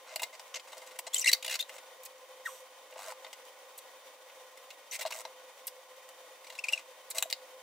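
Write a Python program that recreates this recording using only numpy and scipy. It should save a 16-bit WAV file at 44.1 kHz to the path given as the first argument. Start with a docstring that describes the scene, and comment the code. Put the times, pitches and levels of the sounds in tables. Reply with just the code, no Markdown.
"""Masking tape is peeled off its roll, torn into short strips and pressed onto a car's painted bonnet.
Stick-slip friction drives it: the glue loads and lets go in crackling slips or, when the cycle is
nearly periodic, in short squeals. Fingers pat, rub and squeak on the strips.
The bonnet and the garage's shelves throw back quick echoes, over the steady hum and air of a fan."""
import sys
import numpy as np
from scipy import signal
from scipy.fft import rfft, irfft, next_fast_len
from scipy.io import wavfile

SR = 44100
rng = np.random.default_rng(int(sys.argv[2]) if len(sys.argv) > 2 else 0)


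def master_out(mix):
    """Clip the mix to full scale and print it as 16-bit PCM to the path in sys.argv[1]."""
    frames = np.transpose(np.atleast_2d(mix))
    ceiling = np.clip(frames, -1, 1)
    pcm = np.round(ceiling * 32767).astype(np.int16)
    wavfile.write(sys.argv[1], SR, pcm)


N = 336042
TIME = np.arange(N) / SR
FILTER_HZ = np.fft.rfftfreq(2048, 1 / SR)
BAND_LIMIT_HZ = 15800


def gain_of(db):
    """Amplitude ratio of a level in decibels."""
    return 10 ** (np.asarray(db) / 20)


def unit_rms(x):
    """Normalisation to rms 1."""
    return x / np.sqrt(np.mean(x ** 2) + 1e-20)


def curve(points, hz):
    """Interpolation along a log-frequency axis."""
    f, value = np.transpose(points)
    return np.interp(np.log(hz + 1), np.log(f + 1), value)


def bells(peaks, hz):
    """Response in dB of a set of bell-shaped peaks and dips."""
    return sum(db * np.exp(-(2 * (hz - f) / width) ** 2) for f, width, db in peaks)


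def add(mix, start_s, sound, pan_db=0):
    """Superposition in stereo; pan_db is the level difference, left minus right."""
    part = mix[:, max(round(start_s * SR), 0):][:, :len(sound)]
    part += gain_of([[pan_db / 2], [-pan_db / 2]]) * sound[:part.shape[1]]


def wander(count, hz):
    """Random modulation: noise of rms about 1, low-passed at hz."""
    size = next_fast_len(count + 4096)
    lowpass = np.exp(-(np.fft.rfftfreq(size, 1 / SR) / hz) ** 2)
    return unit_rms(irfft(rfft(rng.standard_normal(size)) * lowpass, size))[:count]


def colour(x, db):
    """Minimum-phase filter with gain db on FILTER_HZ: clicks keep their sharp front."""
    log_gain = np.log(gain_of(np.r_[db, db[-2:0:-1]]))
    taps = np.fft.ifft(np.exp(np.conj(signal.hilbert(log_gain)))).real
    return signal.fftconvolve(x, taps[:len(db)])


# Likeness of left and right: frequency_hz, correlation
STEREO_CORRELATION = [(40, 0.52), (150, 0.53), (300, 0.97), (1000, 0.83774), (2500, 0.55), (5000, 0.29),
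                      (8500, -0.24), (16000, 0.3)]
def microphone_pair(pair):
    """Partial coherence: two independent signals become alike in the bass, less so in the treble."""
    size = pair.shape[1]
    a, b = rfft(pair)
    correlation = curve(STEREO_CORRELATION, np.fft.rfftfreq(size, 1 / SR))
    mid, side = a * np.sqrt((1 + correlation) / 2), b * np.sqrt((1 - correlation) / 2)
    return irfft(np.array([mid + side, mid - side]), size)


# Spectrum of the fan's air: frequency_hz, gain_db
AIR_SPECTRUM = [(35, -54), (100, -46), (170, -43), (290, -23), (410, -19), (470, -8.5), (517, 0),
                (630, -9.5), (1050, -7.5), (1350, -16.5), (2500, -16), (3700, -17.5), (4300, -20),
                (9000, -21), (16000, -28.5)]
# Resonances in that air: centre_hz, width_hz, gain_db
AIR_RESONANCES = [(815, 88, 0.5), (1466.6, 38, 9), (1922.9, 130, 8), (2180, 150, 4.5), (2440, 130, 3.5),
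                  (3064, 90, 8), (3220, 120, 4), (3603, 170, 6.5), (3780, 90, 1), (4590, 110, 4.5),
                  (5830, 170, 7), (6670, 220, 4.5), (15000, 650, 7.5)]
# Hum, blade tone first (its level follows BLADE_SWELL instead): pitch_hz, level_db
HUM_TONES = [(516.8, -61), (1034, -67), (1098, -71.5), (1200, -77)]
# Swell of the blade tone: time_s, level_db
BLADE_SWELL = [(0, -62), (.5, -66), (.85, -60), (1.6, -60.5), (2.2, -55.5), (3.2, -58), (3.9, -63.5),
               (4.35, -59), (4.8, -65), (5.6, -54), (6.4, -64), (7.62, -56)]
def fan(air_db=-55.5, flutter_db=1.12, hum_trim_db=-2, waver=0.5):
    """Broadband air noise plus tones that waver in amplitude and phase; the blade tone swells."""
    hz = np.fft.rfftfreq(N, 1 / SR)
    spectrum = rfft(microphone_pair(rng.standard_normal((2, N))))
    spectrum *= gain_of(curve(AIR_SPECTRUM, hz) + bells(AIR_RESONANCES, hz))
    air = irfft(spectrum, N) / irfft(spectrum * (hz > 600), N).std()  # air_db is the level above 600 Hz
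    air *= gain_of(air_db + flutter_db * wander(N, 28))
    blade_db = np.interp(TIME, *np.transpose(BLADE_SWELL))
    hum = np.zeros(N)
    for k, (pitch_hz, db) in enumerate(HUM_TONES):
        modulation = 1 + waver * (wander(N, 23) + 1j * wander(N, 11))
        tone = unit_rms((modulation * np.exp(2j * np.pi * pitch_hz * TIME)).real)
        hum += tone * gain_of((blade_db if k == 0 else db) + hum_trim_db)
    return air + hum


# Fixed peaks and dips that colour the tape sounds, with a bright edge near 7.8 kHz:
# centre_hz, width_hz, gain_db
TIMBRE_PEAKS = [(640.7, 83, 10.5), (2099, 175, 7), (2524, 126, 4), (2836, 220, 7.5), (3880, 500, 6),
                (4230, 410, 1.5), (4720, 140, 4.5), (5450, 120, 5), (7780, 200, 5.5), (9300, 170, -7),
                (12060, 910, 4)]
def timbre_db(hz):
    """Spectral colouring: one fixed response shared by strokes, slips and squeaks."""
    return bells(TIMBRE_PEAKS, hz)


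def crackle(count, per_s, spread_db, fizz):
    """Shot noise: glue threads snap one by one, most small and a few large, over a fine fizz."""
    size = gain_of(spread_db * np.minimum(rng.exponential(1, count), 3))
    snaps = (rng.random(count) < per_s / SR) * size * rng.choice([-1, 1], count)
    return unit_rms(snaps + fizz * rng.standard_normal(count))


# Spectra of the panel's boom, the paper's rasp and the glue's sheen: frequency_hz, gain_db
PANEL_BOOM = [(60, -37), (170, -35.5), (320, -20), (480, -5), (650, -0.5), (1200, 0), (1900, -9.5),
              (4000, -42.5)]
PAPER_RASP = [(200, -47), (1100, -25.5), (2100, 4), (3300, -3), (5800, -2.5), (8000, -5.5), (14000, -30)]
GLUE_SHEEN = [(1000, -41), (5000, -8.5), (7800, -2), (9800, -5), (11000, -10.5), (16000, -12)]
# Tape or fingers drawn along: start_s, length_s, level_db, swell_db, catch_hz, grip, boom_db, sheen_db
SLIDING_STROKES = [(0.066, 0.084, -55, 0, 123, 0.75, -1, -13), (.325, 0.037, -53, 0, 110, 0.7, -6, -12),
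                   (0.672, 0.3, -60, -2.5, 21, 0.84, -0.5, -3.5),
                   (1.133, .095, -52, -3, 92.2, 0.87, -14, 11),
                   (1.506, 0.064, -41.5, -10, 77, 0.56, -19, -8),
                   (1.718, 0.05731, -58, 4, 123, 0.81, -2.5, -1), (2.971, 0.16, -54, 2.5, 98, 0.82, 4, 0),
                   (4.917, 0.053, -42.5, 0, 110, 0.55, -16, -1.5), (5.131, .092, -53, 0, 122, 0.93, 1, 3.5),
                   (6.441, 0.16, -57.5, -1, 35, 1, -6, -5), (6.649, .158, -53.5, 2, 58, 0.63, -5.5, -8),
                   (7.146, 0.074, -52.5, -10, 110, 0.8, 0, 5)]
def strokes(mix, attack_s=0.0044, release_s=0.0069, jitter=0.082):
    """Sliding friction: each catch interrupts the crackle; more grip gives a deeper stutter."""
    for start_s, length_s, db, swell_db, catch_hz, grip, boom_db, sheen_db in SLIDING_STROKES:
        t = np.arange(0, length_s, 1 / SR)
        cycles = np.cumsum(catch_hz * (1 + jitter * wander(len(t), 86))) / SR
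        catches = 1 + grip * (np.exp(-4 * (cycles % 1)) - 1)
        ends = np.minimum(t / attack_s, 1) * np.minimum((length_s - t) / release_s, 1)
        envelope = ends * gain_of(db + swell_db * (t / length_s - .5))
        for spectrum, voice_db in (PANEL_BOOM, boom_db), (PAPER_RASP, 0), (GLUE_SHEEN, sheen_db):
            grain = catches * crackle(len(t), per_s=3500, spread_db=2.5, fizz=0.19)
            voice = colour(grain, curve(spectrum, FILTER_HZ) + timbre_db(FILTER_HZ))[:len(t)]
            add(mix, start_s, gain_of(voice_db) * envelope * unit_rms(voice), pan_db=0.6)


# Spectrum of crackling tape: frequency_hz, gain_db
TAPE_SPECTRUM = [(30, -35.5), (150, -43.5), (300, -29.5), (450, -12), (620, -5), (1000, -5.5), (1450, -8),
                 (2100, -4), (4000, -6.5), (8000, -8), (11000, -14.5), (16000, -17.5)]
def strip_db(emphasis_hz, boom_db, treble_db, emphasis_db=6, width_octaves=0.49):
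    """Spectral envelope of a crackle: a broad emphasis, weighted panel boom and the glue's crispness."""
    bell = np.exp(-(np.log2((FILTER_HZ + 1) / emphasis_hz) / width_octaves) ** 2)
    emphasis = emphasis_db * min(emphasis_hz / 2000, 1) * bell  # weaker when low
    boom = boom_db * curve([(200, 0.27), (550, 0.83), (1000, 0.73), (1800, 0.034)], FILTER_HZ)
    crisp = treble_db * curve([(4000, 0.079), (13000, 0.98)], FILTER_HZ)
    return curve(TAPE_SPECTRUM, FILTER_HZ) + timbre_db(FILTER_HZ) + emphasis + boom + crisp


def slip(mix, start_s, length_s, db, response_db, pan_db, lead_s=.0012, ripple_hz=420):
    """Stress relaxation: a burst gathers and fades with the tension; creases colour each one anew."""
    t = np.arange(-4 * lead_s, length_s, 1 / SR)
    rise = gain_of(-3) * np.exp(t / min(lead_s, length_s / 4))
    fall = np.exp(-0.8428 * t / length_s)
    burst = np.where(t < 0, rise, fall) * crackle(len(t), per_s=5000, spread_db=3.5, fizz=0.49)
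    burst = unit_rms(burst) * np.sqrt(length_s * SR / len(t))
    creases = np.interp(FILTER_HZ / ripple_hz, np.arange(128), rng.uniform(-0.84, 1, 128))
    ripple_db = creases * curve([(800, 0), (2500, 5.31)], FILTER_HZ)
    add(mix, start_s + t[0], gain_of(db) * colour(burst, response_db + ripple_db), pan_db)


# The glue gives way under a tug: start_s, length_s, level_db, emphasis_hz, boom_db, treble_db
GLUE_SLIPS = [(.16, 0.0038, -25, 670, 2, 5.5), (.196, 0.00646, -33.5, 2600, 4, 2),
              (.22, .007, -37.5, 700, 19.5, 15.5), (0.232, 0.0081, -21, 12700, -8, -4.5),
              (.396, 0.0052, -39, 5100, 9.5, 0), (0.543, 0.0063, -28, 6387, -10, -9),
              (0.557, 0.017, -29, 6430, -3, -12), (0.597, 0.0061, -34, 7700, -12, -19),
              (0.781, 0.0027, -41, 6500, 4, 6.5), (.873, .005, -45, 6300, 3, -1),
              (.99, 0.0062, -31.5, 2160, 8.5, 12.5), (1.068, 0.014, -32.5, 7700, 7, -9.5),
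              (1.316, 0.0039, -22, 6300, -15, 3), (1.331, 0.0048, -14, 4750, -29, 7),
              (1.346, 0.0074, -31, 4800, -3, -1), (1.592, 0.0075, -33, 3500, -14, 8),
              (1.607, 0.0087, -33.5, 3836, -16, 11), (1.694, 0.0075, -37.5, 2100, 6, 0.5),
              (1.782, 0.0077, -38.5, 860, 3, -1.5), (3.33, .008, -38, 6890, 4, 0),
              (4.574, .006, -44, 2200, -6, 2), (4.705, .01, -40.5, 3200, -2, 1),
              (4.992, 0.013, -31, 630, 1, -1), (5.01, 0.024, -33.5, 2400, 3, 5.5),
              (5.061, 0.02, -33, 670, 1, -2), (5.107, .007, -29, 630, 5, -2),
              (5.121, 0.012, -34, 2000, 2, 3.5), (6.09, 0.0031, -44.5, 12000, 11, 6),
              (6.502, 0.0055, -39, 4000, 2, -3), (6.725, 0.0042, -31, 8750, -3, 4),
              (7.17, 0.0095, -35, 7700, 9, 0), (7.1832, 0.0033, -23, 4400, -18, 10),
              (7.2255, 0.0029, -18, 7700, -2, 3), (7.301, .004, -30, 4800, -7, 2),
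              (7.31, 0.0029, -33, 8050, -13, 6), (7.327, .0011, -17, 4770, -1, 1.5)]
def glue_slips(mix, trim_db=-1):
    """Impulse excitation: each tug frees a crackle with a broad emphasis around one frequency."""
    for start_s, length_s, db, emphasis_hz, boom_db, treble_db in GLUE_SLIPS:
        slip(mix, start_s, length_s, db + trim_db, strip_db(emphasis_hz, boom_db, treble_db), pan_db=1.1)


# Dull from a hand on the panel, sharp from the taut strip parting: start_s, level_db, pitch_hz, t60_s
KNOCK_MODES = [(.218, -42, 660, .04), (1.3327, -12, 4480, .016), (5.052, -33, 1150, .02),
               (7.1835, -19, 7700, .009), (7.255, -36.5, 660, .05), (7.327, -15, 4500, .008)]
def knocks(mix):
    """Damped free vibration: one mode builds over its first cycle and decays exponentially."""
    t = np.arange(SR // 8) / SR
    for start_s, db, pitch_hz, t60_s in KNOCK_MODES:
        envelope = gain_of(db - 60 * t / t60_s) * (1 - np.exp(-t * pitch_hz))
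        add(mix, start_s, envelope * np.sin(2 * np.pi * pitch_hz * t))


# A fingertip pats the tape onto the panel: start_s, level_db, emphasis_hz, boom_db
FINGER_PATS = [(.73, -34.5, 1120, 11.5), (2.925, -45, 2200, 21), (2.959, -44, 1460, 23),
               (3.247, -34, 1070, 9), (3.266, -42.5, 2100, 15), (4.299, -44.5, 2600, 7),
               (5.052, -34, 1300, 23.5), (5.252, -30, 1400, 8.5)]
def pats(mix, trim_db=-1, length_s=.005, treble_db=-16):
    """Soft impact: a yielding fingertip gives much boom and little treble."""
    for start_s, db, emphasis_hz, boom_db in FINGER_PATS:
        slip(mix, start_s, length_s, db + trim_db, strip_db(emphasis_hz, boom_db, treble_db), pan_db=1.5)


def stick_slip(hz, db_per_octave, roughness, jitter=0.062, shimmer=0.69, rasp=0.9):
    """Relaxation oscillation of grip and release; roughness shakes cycle and harmonics and adds rasp."""
    count = len(hz)
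    cycles = np.cumsum(hz * (1 + jitter * roughness * wander(count, 1180))) / SR
    k = np.arange(1, 9)[:, None]
    paper_db = -9 * curve([(8500, 0.057), (12000, 0.94)], k * hz)  # paper radiates the top poorly
    harmonics = gain_of(db_per_octave * np.log2(k) + timbre_db(k * hz) + paper_db)
    harmonics *= np.clip((BAND_LIMIT_HZ - k * hz) / 2200, 0, 1)
    harmonics *= 1 + shimmer * roughness * np.array([wander(count, 210) for _ in k])
    tone = (harmonics * np.sin(2 * np.pi * k * cycles)).sum(0)
    return unit_rms(unit_rms(tone) + rasp * roughness * friction_noise(cycles))


# Spectrum of the rasp in a squeak: frequency_hz, gain_db
SQUEAK_RASP = [(100, -59), (500, -18), (1400, -14), (2200, -4.5), (4500, -0.5), (8000, 5), (10500, -7),
               (16000, -17)]
def friction_noise(cycles):
    """Amplitude-modulated noise: one puff in each stick-slip cycle."""
    puffs = rng.standard_normal(len(cycles)) * (1 + np.cos(2 * np.pi * cycles))
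    return unit_rms(colour(puffs, curve(SQUEAK_RASP, FILTER_HZ) + timbre_db(FILTER_HZ))[:len(cycles)])


# Glue leaving the roll; a fingertip smoothing tape: start_s, length_s, level_db, pitch_hz, glide_octaves
PEELING_SQUEAKS = [(1.128, 0.023, -41.5, 3469, .1), (1.142, .0055, -22, 7660, 0.14),
                   (1.159, .013, -33.5, 3084, -0.14), (1.179, 0.0094, -30.5, 7250, 0.62),
                   (1.193, 0.0057, -28.5, 7470, 0.42), (1.206, .019, -35.5, 5940, -0.25),
                   (1.221, .014, -40, 2720, -0.34), (1.242, 0.0079, -29.5, 2000, -0.17),
                   (1.256, .0092, -25.5, 2180, -0.22)]
SMOOTHING_SQUEAKS = [(1.59, 0.023, -36.5, 3580, 0.22), (1.625, 0.0036, -35, 3900, -0.16),
                     (4.91, 0.0084, -40.5, 6100, .1), (6.587, 0.0091, -36.5, 2664, .3),
                     (6.637, 0.012, -32, 2497, -0.26), (6.682, .012, -31, 2593, 0.38),
                     (6.73, 0.011, -26.5, 2793, .05), (6.742, 0.0085, -46.5, 2720, 0.06),
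                     (6.775, 0.0078, -40, 2500, -.2)]
def squeaks(mix, rows, roughness, trim_db, db_per_octave, arch_octaves, pan_db):
    """Brief stick-slip oscillations whose pitch glides and arches with the speed of the pull."""
    for start_s, length_s, db, pitch_hz, glide_octaves in rows:
        position = np.linspace(-.5, .5, round(length_s * SR))
        octaves = glide_octaves * position - arch_octaves * (2 * position) ** 2
        tone = stick_slip(pitch_hz * 2 ** octaves, db_per_octave, roughness)
        tone *= signal.windows.tukey(len(tone), .7)
        add(mix, start_s, gain_of(db + trim_db) * unit_rms(tone), pan_db)


# A hard pull off the roll; a fresh strip laid gently: time_s, pitch_hz, level_db
PULL_SQUEAL = [(1.266, 2050, -32), (1.272, 2200, -19), (1.277, 2850, -23), (1.283, 2700, -21),
               (1.290, 2000, -22), (1.298, 1950, -21), (1.301, 2050, -35)]
PLACING_SQUEAL = [(2.453, 1750, -50), (2.461, 1950, -35), (2.472, 1430, -41), (2.487, 1100, -44),
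                  (2.499, 1020, -51)]
def squeal(mix, contour, roughness, trim_db, db_per_octave, pan_db):
    """Sustained stick-slip oscillation that follows a contour of pitch and level."""
    time_s, pitch_hz, db = np.transpose(contour)
    t = np.arange(time_s[0], time_s[-1], 1 / SR)
    tone = stick_slip(np.interp(t, time_s, pitch_hz), db_per_octave, roughness)
    envelope = gain_of(np.interp(t, time_s, db) + trim_db) * signal.windows.tukey(len(t), .06)
    add(mix, time_s[0], envelope * tone, pan_db)


def thumb_rub(mix, start_s=1.4265, count=9, rate_hz=53, quickening_hz=1.15, slip_s=0.0062):
    """Slow stick-slip: the thumb judders along the strip, harder and quicker as it goes."""
    response_db = strip_db(emphasis_hz=2633, boom_db=-11.5, treble_db=-1.5, emphasis_db=-1.5)
    for k, (late, loud) in enumerate(rng.standard_normal((count, 2))):
        onset_s = start_s + k / (rate_hz + quickening_hz * k) + 0.00045 * late
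        db = np.interp(k, [0, count - 1], [-29.5, -24]) + 1.5 * loud
        slip(mix, onset_s, slip_s, db, response_db, pan_db=1.5)


# A short strip is torn off the roll, on the right: start_s, length_s, level_db
STRIP_TEARS = [(2.034, 0.0067, -49), (2.052, 0.014, -44), (3.778, .015, -45.5), (5.67, .014, -37),
               (7.103, 0.013, -38.5)]
def tears(mix, count=3, trim_db=-4, swell_db=9, first_hz=12000, last_hz=4200):
    """Fracture of paper fibres, away from the panel: fuller and louder as the rip crosses the strip."""
    for start_s, length_s, db in STRIP_TEARS:
        step_s = length_s / count
        for k, progress in enumerate(np.linspace(0, 1, count)):
            emphasis_hz = first_hz * (last_hz / first_hz) ** progress
            response_db = strip_db(emphasis_hz, boom_db=-11, treble_db=23 - 11 * progress)
            step_db = db + trim_db + swell_db * (progress - .5)
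            slip(mix, start_s + k * step_s, step_s, step_db, response_db, pan_db=-1)


# Spectrum of a fresh strip sliding through the fingers: frequency_hz, gain_db
SWISH_SPECTRUM = [(1500, -32), (3000, -1), (5000, -16), (5900, 0), (7200, -6), (8400, 2.5), (10700, -15),
                  (13000, -1), (14300, -15), (16000, -17)]
def swish(mix, start_s=2.447, length_s=0.2, level_db=-51, fade_db_per_s=68, attack_s=.012, release_s=.05):
    """Smooth sliding friction: a hiss that dies away as the hand slows."""
    t = np.arange(0, length_s, 1 / SR)
    hiss = unit_rms(colour(rng.standard_normal(len(t)), curve(SWISH_SPECTRUM, FILTER_HZ))[:len(t)])
    ends = np.minimum(t / attack_s, 1) * np.minimum((length_s - t) / release_s, 1)
    add(mix, start_s, ends * gain_of(level_db - fade_db_per_s * t) * hiss, pan_db=-3)


def finger_ticks(mix, count=12, level_db=-57, uneven_db=3, length_s=0.0026):
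    """Adhesion: the sticky strip ticks faintly on the fingers at random moments."""
    response_db = strip_db(emphasis_hz=7000, boom_db=-3, treble_db=12.5)
    for when, loud, side in rng.uniform(-1, 1, (count, 3)):
        start_s = TIME[-1] * (when + 1) / 2
        slip(mix, start_s, length_s, level_db + uneven_db * loud, response_db, pan_db=3 * side)


def echoes(x, delay_s, t60_s, level_db, per_s=6000):
    """Reverberation: random reflections begin after a delay and decay exponentially."""
    t = np.arange(SR // 2) / SR
    taps = rng.standard_normal((2, len(t))) * (rng.random((2, len(t))) < per_s / SR)
    taps = microphone_pair(taps) * (t > delay_s) * gain_of(-60 * t / t60_s)
    taps *= gain_of(level_db) / np.linalg.norm(taps, axis=1, keepdims=True)
    return signal.fftconvolve(x, taps, axes=1)[:, :N]


def near_echoes(x, count=6, crossfade_s=.035):
    """Early reflections: the pattern keeps changing as the hands and the strip move."""
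    out = np.zeros((2, N))
    for k in range(count):
        share = np.maximum(1 - abs((TIME / crossfade_s - k) % count - 1), 0)
        out += echoes(x * np.sqrt(share), delay_s=0.00066, t60_s=0.045, level_db=-3)
    return out


def scene():
    """Superposition of the direct tape sounds, their early echoes, the garage's faint tail and the fan."""
    tape = np.zeros((2, N))
    for source in glue_slips, tears, pats, thumb_rub, strokes, swish, knocks, finger_ticks:
        source(tape)
    squeaks(tape, PEELING_SQUEAKS, roughness=.39, trim_db=-1.5, db_per_octave=-5.5,
            arch_octaves=0.035, pan_db=1.8)
    squeaks(tape, SMOOTHING_SQUEAKS, roughness=.27, trim_db=-1, db_per_octave=-13.5,
            arch_octaves=0.1, pan_db=3.5)
    squeal(tape, PULL_SQUEAL, roughness=.39, trim_db=-2, db_per_octave=-3.5, pan_db=1.5)
    squeal(tape, PLACING_SQUEAL, roughness=.15, trim_db=0, db_per_octave=-21, pan_db=0)
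    garage = echoes(tape, delay_s=0.015, t60_s=0.23, level_db=-20.5)
    return tape + near_echoes(tape) + garage + fan()


def record(dry):
    """Band limiting by a linear-phase low-pass filter."""
    lowpass = signal.firwin(401, BAND_LIMIT_HZ, window=("kaiser", 8), fs=SR)
    return signal.oaconvolve(dry, lowpass[None], "same")


dry = scene()
out = record(dry)
master_out(out)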